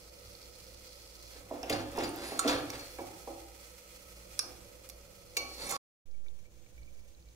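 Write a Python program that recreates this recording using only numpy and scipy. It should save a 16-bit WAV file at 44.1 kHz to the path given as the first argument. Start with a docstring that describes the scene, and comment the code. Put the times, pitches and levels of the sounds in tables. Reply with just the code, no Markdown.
"""A steel ladle stirs thick masala in an aluminium cooker, close to a microphone pair in a small tiled kitchen.
It clinks and scrapes on the wall and jolts the pot on its stand. Bubbles burst in the hot oil as a sizzle
with lone spits; behind them the gas ring and the house hum low. Near 5.8 s the sound drops out for 0.3 s,
then returns with the ladle still and the pot quieter."""
import sys
import numpy as np
from scipy import signal
from scipy.fft import rfft, irfft, next_fast_len
from scipy.io import wavfile

SR = 44100
rng = np.random.default_rng(int(sys.argv[2]) if len(sys.argv) > 2 else 0)


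def put_to_file(sound):
    """Save the sound as 16-bit audio at rate SR, in the file named by the first command-line argument."""
    columns = np.atleast_2d(sound).T  # one column per channel
    safe = np.clip(columns, -1, 1)
    whole_steps = np.round(safe * 32767)
    wavfile.write(sys.argv[1], SR, whole_steps.astype(np.int16))


N = 324531
FFT_SIZE = next_fast_len(N + SR)
HZ = np.maximum(np.arange(FFT_SIZE // 2 + 1) * SR / FFT_SIZE, 1)
T = np.arange(N) / SR

# blows on the wall, a row for each pitch heard: start_s, level_db, contact_ms, pitch_hz, ring_share,
# free_of_paste_share, focus_db_per_octave_squared, left_minus_right_db
CLINKS = [(1.63, -34.5, 0.76, 5470, 0, 0.3, 17, -3), (1.631, -35.5, 13, 2850, 0.3, 0, 4, 0),
          (1.697, -21.5, 6.8, 3300, 0.77, 0.02, 20, 2), (1.726, -25.5, 7.4, 4530, 0.36, 0.5, 13, 1),
          (1.916, -50, 1.7, 8900, 0.1, 0.2, 4, -9), (1.972, -33, 1.4, 3880, 0.9, 0.08, 5, 0),
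          (1.987, -31.5, 1.4, 5500, 0.5, 0.15, 12, -6), (2.034, -31, 21, 4690, 0.45, 0.27, -2, 5),
          (2.035, -43, 15, 7150, 0.1, 0.5, 26, -8), (2.091, -39.5, 3.3, 9100, .1, 0, 4, -5.5),
          (2.161, -38, 0.67, 12560, 0.3, 0, 7, 0), (2.392, -20.5, 3.8, 6950, 0.3, 0.25, 11, 4),
          (2.393, -18.5, 3.3, 8570, 0.2, 0.8, 38, 5), (2.392, -22, 7.3, 1334, 0.2, 0.3, 41, -3),
          (2.391, -23, 7.4, 4270, 0.5, 0.1, 5, -2.5), (2.475, -24.5, 44, 4360, 0.33, 0.5, 0, 2.5),
          (2.477, -29.5, 8.3, 3300, 0, 0.6, 30, -4), (2.476, -29.5, 10, 5830, 0.5, 0.5, 30, -9),
          (2.7024, -27, 1.6, 5560, 0.5, 0.15, -1, -1), (2.794, -35, 2.1, 4750, 0.7, 0.59, 6, 3),
          (2.986, -39.5, 4, 1670, 0.5, 0.5, 6, -2), (4.3917, -17, 3.4, 5220, 0.17, 0.23, 66, -1.5),
          (4.392, -36, 2.5, 2360, 0, 0.1, 22, -5), (4.392, -28, 2.3, 7850, 0, 0, 60, -3),
          (4.3913, -26.5, 3, 5950, 0.1, 0.2, 62, -5), (4.3914, -25, 2.9, 9740, 0, 0, 27, -11),
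          (4.392, -39, 3.4, 3540, 0.2, 0.5, 39, 4), (4.393, -33, 2.1, 1260, 0.1, 0, 27, -6.5),
          (4.89, -36.5, 2.1, 8650, 0.9, 0, 2.5, -7), (4.898, -36.5, 3.9, 5700, 0.7, 0.05, -1.5, -2.5),
          (5.012, -48, 2.7, 5700, 0, 0, 6, -4.5), (5.369, -26, 3.3, 2270, 1, 0.62, 27, -2.5),
          (5.369, -42.5, 4.6, 1100, 1, 0.6, 21.5, 1.5), (5.368, -31.5, 2.5, 2900, 0.5, 0.16, 23.5, 14.5),
          (5.368, -26.5, 3.7, 4470, 0.48, 0.9, 87, -3), (5.368, -25, 8.1, 6500, 0.7, 0.24, 19.5, -3.5),
          (5.617, -34.5, 9.9, 4450, 0.05, 0.7, 42.5, -5), (5.666, -38, 4.9, 9100, 0.25, 0.06, 1, -3.5),
          (5.692, -31.5, 13, 7230, 0.7, 0.34, 8.5, -3.5), (5.708, -28, 4.4, 10300, 0.77, 0.52, 14.5, -5.5),
          (5.707, -32.5, 9, 6040, 0.5, 0.6, 7.5, -6.5), (5.705, -36, 10, 2240, 0.17, 0.44, 28.5, -0.5),
          (5.712, -33, 18.5, 1120, 0.9, 0.82, 15.5, -5), (5.722, -34.5, 9, 7200, 0.33, 0.54, 26.5, -5.5)]
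# modes of ladle and wall: pitch_hz, level_db, t60_s
METAL_MODES = [(797, -8, .45), (1120, -6, .7), (2277, 0, .2), (2305, -7, .3), (4183, -14, .3),
               (4409, -2, 1.4), (1335, -8, .12), (2665, -8, .3), (3160, -11, .1), (4457, -11, .3),
               (4351, -13, .3), (3670, -7, .2), (5152, -9, .06), (5430, -9, .2), (5680, -8, .1),
               (5868, -6, .2), (6040, -7, .2), (6450, -10, .08), (6810, -7, .15), (7100, -4, .15),
               (7740, -10, .08), (8270, -8, .08), (8440, -7, .15), (8820, -7, .12), (9300, -10, .1),
               (10300, -6, .06), (11400, -9, .06)]
# the ladle shoves the pot: start_s, level_db, pitch_hz
JOLTS = [(1.352, -48.5, 362), (1.509, -28, 600), (1.631, -34, 573), (1.699, -21, 430), (1.976, -22.5, 643),
         (2.019, -28.5, 275), (2.211, -34.5, 408), (2.317, -31, 447), (2.446, -25, 470), (2.455, -20, 426),
         (2.476, -22.5, 940), (2.531, -39, 102), (2.986, -30, 640), (2.999, -51, 102), (3.273, -31.5, 623),
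         (4.429, -39, 634), (5.367, -38, 556), (5.615, -38.5, 636), (5.72, -40.5, 900)]
# modes of pot and stand: pitch_hz, level_db, t60_s
STAND_MODES = [(102.5, 15.5, 1), (176.8, -16.5, 0.38), (257.2, 3, 0.64), (308, 3.5, 0.18), (331.7, 3, 0.47),
               (361.7, 2, 0.098), (412, -10.5, 0.11), (504.8, 5, 0.34), (564, 8.5, 0.086),
               (808, -3.5, 0.33), (707, -16, 0.3), (862, -4, 0.13), (894, -0.5, 0.37), (1028, -5.5, 0.2),
               (1269, -3, 0.035), (1438, -4, 0.073)]
# ladle strokes along the wall: peak_s, level_db, bare_metal_share, rumble_db, squeal_hz
STROKES = [(1.37, -54, 0.59, -77, 4400), (1.549, -50, 0.32, -49.5, 800), (1.737, -35, 0.27, -38, 4500),
           (2.006, -36.5, 0.28, -36.5, 3600), (2.207, -42, 0.43, -49, 4870), (2.25, -53, 0.65, -70, 4870),
           (2.275, -47.5, 0.8, -71, 10340), (2.315, -48, 0.4, -81, 5000), (2.493, -30, 0.26, -41, 4300),
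           (2.75, -42.5, 0.4, -48.5, 4800), (5.419, -53, 0.94, -50, 4409), (5.628, -40.5, 0.78, -44, 4410),
           (5.68, -48.5, 0.86, -56.5, 2204), (5.728, -43, 0.56, -52, 1120), (5.754, -50.5, 0.83, -61, 3670)]
# hiss of steel through paste: frequency_hz, level_db
PASTE_HISS = [(350, -15), (600, 11), (1750, 9), (1930, 8.5), (3530, 0), (4780, -1), (6920, -6),
              (11500, -35), (16000, -19)]
# frying, before and after the dropout: time_s, sizzle_db, crackle_over_sizzle_db
FRYING_LEVELS = [
    [(0, -57, -5.5), (1.2, -57, -1), (1.38, -54.5, -4), (1.45, -58.5, -30), (1.9, -53, -23.5),
     (2.9, -51.5, -28), (3.5, -54.5, -21.5), (4.4, -54.5, -21.5), (4.8, -58.5, -26), (5.3, -58, -8),
     (5.77, -48.5, 0.5)],
    [(6.05, -64, -13.5), (7.36, -67, -11)],
]
# sizzle spectra, before and after the dropout: frequency_hz, level_db
SIZZLE_EARLY = [(530, -42), (900, -6), (1130, -11.5), (1350, -4), (1670, -9), (2030, 0.5), (3720, -5),
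                (5080, -1), (7180, -4), (11000, -8), (15600, -11.5)]
SIZZLE_LATE = [(530, -46.5), (900, -19), (1700, -9.5), (2600, -8.5), (3600, -8.5), (4800, -11.5),
               (5600, -9), (6200, -3.5), (7200, -8), (8200, -11.5), (13000, -15.5), (15600, -14)]
# air and wall resonances of the pot: pitch_hz, width_hz, gain_db
POT_RESONANCES = [(1285, 32, 14), (2434, 46, 4.5), (3370, 25, 8.5), (4250, 110, 5.5), (5370, 79, -4.5),
                  (6070, 170, -1)]
# larger bubbles on the pot's bottom: pitch_hz, width_hz, rate_per_s
CRACKLE = (4800, 550, 1500)
# lone spits of oil: start_s, level_db, pitch_hz
SPITS = [(0.351, -43, 4440), (1.3074, -48, 4530), (3.4017, -52, 3450), (6.112, -54.5, 5060),
         (6.1424, -57, 2280), (6.263, -50, 2290), (6.284, -47, 3580), (6.284, -55, 4560),
         (6.3889, -58, 2330), (6.391, -55, 5900), (6.455, -56, 2320), (6.662, -54, 2310),
         (6.778, -56, 2310), (6.819, -62, 2280), (6.831, -60, 4200), (6.8744, -60, 2330),
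         (6.989, -64, 2300), (7.0094, -60, 5100), (7.1485, -55.5, 4100), (7.225, -60, 4370),
         (7.2867, -57.5, 4290)]
# small spits pinging the wall: pitch_hz, t60_s, rate_per_s, level_db
PATTER = (2307, 0.12, 298, -83.5)
# hum, before and after the dropout: time_s, level_db
HUM_LEVELS = [
    [(0, -56), (1.1, -57), (1.9, -53.5), (2.6, -53.5), (3.9, -58.5), (4.5, -54.5), (5.77, -59)],
    [(6.05, -54.5), (7.36, -59)],
]
# rumble spectra, before and after the dropout: frequency_hz, level_db
HUM_EARLY = [(12, -32), (22, -0.5), (45, -10.5), (62, -2), (78, -14.5), (110, -19.5), (251, -15),
             (409, -15), (520, -9.5), (630, -13.5), (990, -22), (1500, -23), (2500, -74.5)]
HUM_LATE = [(18, -32.5), (30, -2.5), (49, -1.5), (194, -19), (240, -20), (526, -20), (620, -22),
            (1500, -31.5), (1950, -79), (3300, -120)]
# low resonances of the room: pitch_hz, width_hz, gain_db
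ROOM_MODES = [(56.9, 4.0, 15), (157.7, 2.3, 14.5), (186.3, 5.3, 13.5), (342.5, 19, 8.5), (497, 28, 10.5),
              (563.5, 20, 9)]
# appliance tones: pitch_hz, level_over_rumble_db, waver_hz
APPLIANCE_TONES = [(59, -20.5, 1.9), (99, -13.5, 1), (114.8, -14.5, 0.82)]
# decay between the tiles: frequency_hz, t60_s
ROOM_DECAY = [(100, 0.64), (400, 0.81), (1500, 0.6), (5000, 0.43), (9000, 0.3), (14000, 0.49)]
# balance of the ladle and of the early and late sizzle: frequency_hz, left_minus_right_db
LADLE_PAN = [(1000, -2), (2500, 2), (6000, -3.5), (12000, -15)]
SIZZLE_PAN_EARLY = [(60, -1), (110, 2), (200, -1.5), (380, -4.5), (700, -15.5), (1290, -4), (2380, -1),
                    (4400, -0.5), (8120, -9), (15000, -14.5)]
SIZZLE_PAN_LATE = [(60, -4), (380, -5), (2380, 1.5), (15000, -5)]
# the ladle's path round the pot's wall to the left microphone: frequency_hz, phase_rad
LADLE_LEFT_PHASE = [(700, 0.53), (1120, -0.25), (1600, 0.3), (2290, 0.85), (2800, 1.9), (3400, -3),
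                    (4400, 1.27), (5400, -0.75), (7000, 1.55)]
# likeness of the two microphones: frequency_hz, correlation
MIC_LIKENESS = [(60, 0.92), (130, 0.89), (290, 1), (640, 0.25), (1400, 0.076), (5000, 0.054),
                (15000, 0.075)]
# the brief silence: time_s, gain_db
DROPOUT = [(5.7668, 0), (5.768, -20), (5.776, -18), (5.782, -90), (6.053, -90), (6.057, 0)]

RESUME_S = DROPOUT[4][0]   # the sound starts to return


def clinks():
    """Steel or grit hits the wall: a bright, pitched crack and ringing metal, damped by paste."""
    out = np.zeros((2, N))
    for start_s, db, ms, hz, ring_share, free, focus, pan_db in CLINKS:
        touch = np.diff(contact(ms, rng.standard_normal(SR // 3)))
        focus = max(focus, 0)   # a focused blow keeps near its pitch and lasts more cycles
        blow = ring(touch, hz, (1 + focus / 8) / hz)
        snap = peak_one(ring(blow, hz, (5.2 + 0.82 * focus) / hz))
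        tone = peak_one(ring(blow, hz, 200 * free / hz))
        metal = struck(touch, METAL_MODES, hz, focus, free)
        sound = ring_share * metal + (1 - ring_share) * peak_one(snap + tone)
        add(out, start_s, sound, [db + pan_db / 2, db - pan_db / 2])
    return out


def jolts(contact_ms=5.1, rocking_ms=53, rise_s=0.0025):
    """A shove cushioned by paste thuds and rocks the pot; the deeper it is, the more the stand rings."""
    out = np.zeros(N)
    for start_s, db, hz in JOLTS:
        noise = rng.standard_normal(SR * 2 // 3)
        touch = contact(contact_ms, noise) + 0.22 * contact(rocking_ms, noise)
        touch *= np.minimum(T[:len(touch)] / rise_s, 1)
        low_hz = min(max(hz / 2.1, 200), hz * 0.85)
        thud = bandpass(touch, low_hz, hz * 1.5, order=4)
        stand = struck(thud, STAND_MODES, hz, focus_db=1.2, t60_scale=0.97)
        ring_gain = 0.55 * amp(-3.5 * np.log2(hz / 500))
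        add(out, start_s, ring_gain * stand + peak_one(thud), db)
    return out


def scrapes(press_db_per_s=258.5, ease_db_per_s=154.5, deep_hz=400, squeal_cycles=95):
    """The ladle sticks and slips: hiss in paste, grit, squeal and ring on bare wall, rumble in the stand."""
    peak_s, db, bare, rumble_db, squeal_hz = np.array(STROKES).T
    since = T - peak_s[:, None]
    strokes = amp(np.where(since < 0, press_db_per_s, -ease_db_per_s) * since)
    on_paste = (amp(db) * (1 - bare)) @ strokes
    on_metal = (amp(db) * bare * (1 - bare ** 3)) @ strokes
    on_clean_wall = (amp(db) * bare ** 3) @ strokes
    on_stand = amp(rumble_db) @ strokes
    on_deep = (amp(rumble_db) * (1 - bare)) @ strokes   # deep modes need the weight of paste
    slips = rms_one(grains(6000 * amp(3.5 * drift(31)), 2.8))
    hiss = rms_one(coloured(slips, amp(at_hz(PASTE_HISS))))
    grit = rms_one(ring(ring(np.diff(slips, prepend=0), 5200, 0.0009), 9100, 0.0004))
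    ringing = sum(amp(mode_db) * ring(slips * on_clean_wall, hz, 0.7 * t60)   # rubbing shortens the ring
                  for hz, mode_db, t60 in METAL_MODES)
    rumble = squeal = 0
    for hz, mode_db, t60 in STAND_MODES[2:]:
        drive = on_deep if hz < deep_hz else on_stand
        rumble += drive * amp(mode_db - 13) * rms_one(ring(slips, hz, 1.2 * t60))
    for stroke, gain, hz, share in zip(strokes, amp(db - 3), squeal_hz, bare):
        t60 = squeal_cycles * share ** 2 / hz   # paste blurs the pitch
        squeal += gain * share * stroke * rms_one(ring(slips, hz, t60))
    return on_paste * hiss + 0.5 * on_metal * grit + rumble + squeal + amp(-29) * ringing


def ladle():
    """Clinks, jolts and scrapes with the room behind them, bent round the pot to the left microphone."""
    thuds, blows, drag = jolts(), clinks(), scrapes()
    dull_blows = coloured(blows.mean(0), 1 / (1 + (HZ / 9000) ** 2))
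    echoes = kitchen(amp(-1.5) * thuds + amp(-3.5) * dull_blows + amp(-4.5) * drag)
    sound = (amp(-2) * thuds + drag + echoes) * pan(-0.26)[:, None] + blows
    left_turn = np.exp(1j * np.outer([1, 0], at_hz(LADLE_LEFT_PHASE)))
    return coloured(sound, pan(at_hz(LADLE_PAN)) * left_turn)


def sizzle(bursts_per_s=9000, flicker_db=0.9, top_hz=15750):
    """Tiny bubbles burst in the oil and sound through the pot; larger ones crackle in clumps."""
    sizzle_db, crackle_db = in_time(FRYING_LEVELS)
    pot = resonances(POT_RESONANCES)
    bursts = pair(*[grains(bursts_per_s * amp(2.8 * drift(25)), 2.5) for _ in range(2)])
    early = rms_one(coloured(bursts, amp(at_hz(SIZZLE_EARLY)) * pot * pan(at_hz(SIZZLE_PAN_EARLY))))
    late = rms_one(coloured(bursts, amp(at_hz(SIZZLE_LATE)) * pan(at_hz(SIZZLE_PAN_LATE))))
    hz, width_hz, per_s = CRACKLE
    pops = pair(*[grains(per_s * amp(1.4 * drift(21)), 3.4) for _ in range(2)])
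    bubbles = ring(np.diff(pops, prepend=0), hz, 1.1 / width_hz)
    crackle = amp(crackle_db) * rms_one(coloured(bubbles, pot)) * pan(-2.5)[:, None]
    level = amp(sizzle_db + flicker_db * drift(21))
    return coloured(level * (np.where(T < RESUME_S, early, late) + crackle), HZ < top_hz)


def spits():
    """Oil pops, dry unless near the wall's pitch; after the dropout small spits patter on the wall."""
    out = np.zeros(N)
    wall_hz, t60, per_s, patter_db = PATTER
    for start_s, db, hz in SPITS:
        touch = contact(1.8, rng.standard_normal(SR // 10))
        cycles = 24 + 176 * np.exp(-((hz - wall_hz) / 390) ** 2)
        tick = peak_one(np.diff(touch, prepend=0))
        add(out, start_s, peak_one(ring(touch, hz, cycles / hz)) + 0.12 * tick, db)
    patter = grains(per_s, 1.9) * (T > RESUME_S)
    return out + amp(patter_db) * ring(patter, wall_hz, t60)


def hum():
    """Burner and house rumble in the room's low resonances, with wavering appliance tones."""
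    noise = pair(*rng.standard_normal((2, N)))
    early, late = [rms_one(coloured(noise, amp(at_hz(spectrum)) * resonances(ROOM_MODES)))
                   for spectrum in (HUM_EARLY, HUM_LATE)]
    tones = 0
    for hz, db, waver_hz in APPLIANCE_TONES:
        level = amp(db + 4.1 * drift(4.3))
        tones += level * np.sin(2 * np.pi * np.cumsum(hz + waver_hz * drift(4.4)) / SR)
    rumble = np.where(T < RESUME_S, early, late)
    return amp(in_time(HUM_LEVELS)[0]) * (rumble + tones) * pan(-3.5)[:, None]


def kitchen(x, onset_s=0.0011):
    """Tiles return a dense tail of echoes, each octave dying at its own rate."""
    t, edges_hz = T[:SR], 60 * 2. ** np.arange(9)
    echoes = pair(*rng.standard_normal((2, N)))[:, :SR]
    tail = sum(bandpass(echoes, low, high, order=2) * amp(-60 * t / at_hz(ROOM_DECAY, np.sqrt(low * high)))
               for low, high in zip(edges_hz, edges_hz[1:]))
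    tail *= np.minimum(t / onset_s, 1)
    tail /= np.sqrt(np.sum(tail ** 2) / 2)
    return coloured(x, rfft(tail, FFT_SIZE))


def contact(ms, noise):
    """A chatter of touches that dies away over the contact time."""
    return noise * np.exp(-T[:len(noise)] / (ms / 1000))


def struck(touch, modes, pitch_hz, focus_db, t60_scale):
    """Modes ring more weakly the further they lie from the blow's pitch."""
    sound = 0
    for hz, db, t60 in modes:
        gain = amp(db - focus_db * np.log2(hz / pitch_hz) ** 2 + rng.normal(0, 1))
        sound += gain * peak_one(ring(touch, hz, t60 * t60_scale))
    return peak_one(sound)


def ring(clicks, hz, t60):
    """Each click sets a decaying sine ringing."""
    decay, step = amp(-60 / (max(t60, 0.001) * SR)), 2 * np.pi * hz / SR
    return signal.lfilter([0, np.sin(step)], [1, -2 * decay * np.cos(step), decay ** 2], clicks + 1e-18)


def grains(per_s, spread_db):
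    """Random clicks, a few much larger than the rest."""
    sizes = amp(spread_db * np.minimum(rng.exponential(1, N), 6)) * rng.choice([-1, 1], N)
    return sizes * (rng.random(N) < per_s / SR)


def drift(rate_hz):
    """A slow random wander of rms 1."""
    return rms_one(coloured(rng.standard_normal(N), 1 / (1 + (HZ / rate_hz) ** 2)))


def pair(mid, side):
    """Two channels, alike in the bass and less so in the treble."""
    alike = at_hz(MIC_LIKENESS)
    mid, side = coloured(mid, np.sqrt((1 + alike) / 2)), coloured(side, np.sqrt((1 - alike) / 2))
    return np.array([mid + side, mid - side])


def pan(db):
    """Left and right gains, the left higher by db."""
    return np.array([amp(db / 2), amp(-db / 2)])


def resonances(modes):
    """Gain of a flat path plus parallel resonances."""
    return np.sqrt(1 + sum(amp(2 * db) / (1 + (2 * (HZ - hz) / width) ** 2) for hz, width, db in modes))


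def coloured(x, gain):
    """Filtered by a gain for every frequency."""
    return irfft(rfft(x, FFT_SIZE) * gain, FFT_SIZE)[..., :N]


def bandpass(x, low_hz, high_hz, order):
    """The band between two frequencies."""
    return signal.sosfilt(signal.butter(order, [low_hz, high_hz], "band", fs=SR, output="sos"), x)


def at_hz(points, hz=HZ):
    """A spectrum table read on a log-frequency axis."""
    frequencies, values = np.array(points).T
    return np.interp(np.log(hz), np.log(frequencies), values)


def in_time(tables):
    """Time tables joined end to end, one curve per value column."""
    time_s, *columns = np.vstack(tables).T
    return [np.interp(T, time_s, column) for column in columns]


def add(out, start_s, sound, peak_db):
    """Lays a short sound into out at the given peak."""
    at = round(start_s * SR)
    out[..., at:at + len(sound)] += np.multiply.outer(amp(peak_db), peak_one(sound))[..., :N - at]


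def amp(db):
    """Gain of a level in dB."""
    return 10 ** (np.asarray(db) / 20)


def rms_one(x):
    """Scaled to rms 1."""
    return x / np.sqrt(np.mean(x ** 2) + 1e-20)


def peak_one(x):
    """Scaled to peak 1."""
    return x / np.abs(x).max()


def scene():
    """The ladle up front until the dropout, frying a little to the right, the hum behind."""
    return ladle() * (T < RESUME_S) + spits() * pan(-7.5)[:, None] + sizzle() + hum()


def record(dry, left_lag_samples=8, recovery_s=0.3, settle_s=0.15, cutoff_hz=17100):
    """Two microphones a little apart, top cut; after the dropout the level creeps back up."""
    lag = np.exp(-2j * np.pi * HZ * left_lag_samples / SR)
    heard = coloured(dry, np.array([lag, np.ones_like(lag)]))
    since_s = np.maximum(T - RESUME_S, 0)
    recovery_db = -8.5 * (T > RESUME_S) * np.exp(-since_s / recovery_s)
    heard *= amp(in_time([DROPOUT])[0] + recovery_db)
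    # as the sound returns, the right channel's offset swings and settles
    progress = since_s / settle_s
    swing = amp(-32) * progress * np.exp(1 - progress) * np.cos(progress / 2.4)
    wander = amp(-51.5) * np.minimum(progress, 1) * drift(2.7)
    heard[1] += swing + wander
    return signal.sosfilt(signal.cheby2(12, 70, cutoff_hz, fs=SR, output="sos"), heard)


dry = scene()
out = record(dry)
put_to_file(out)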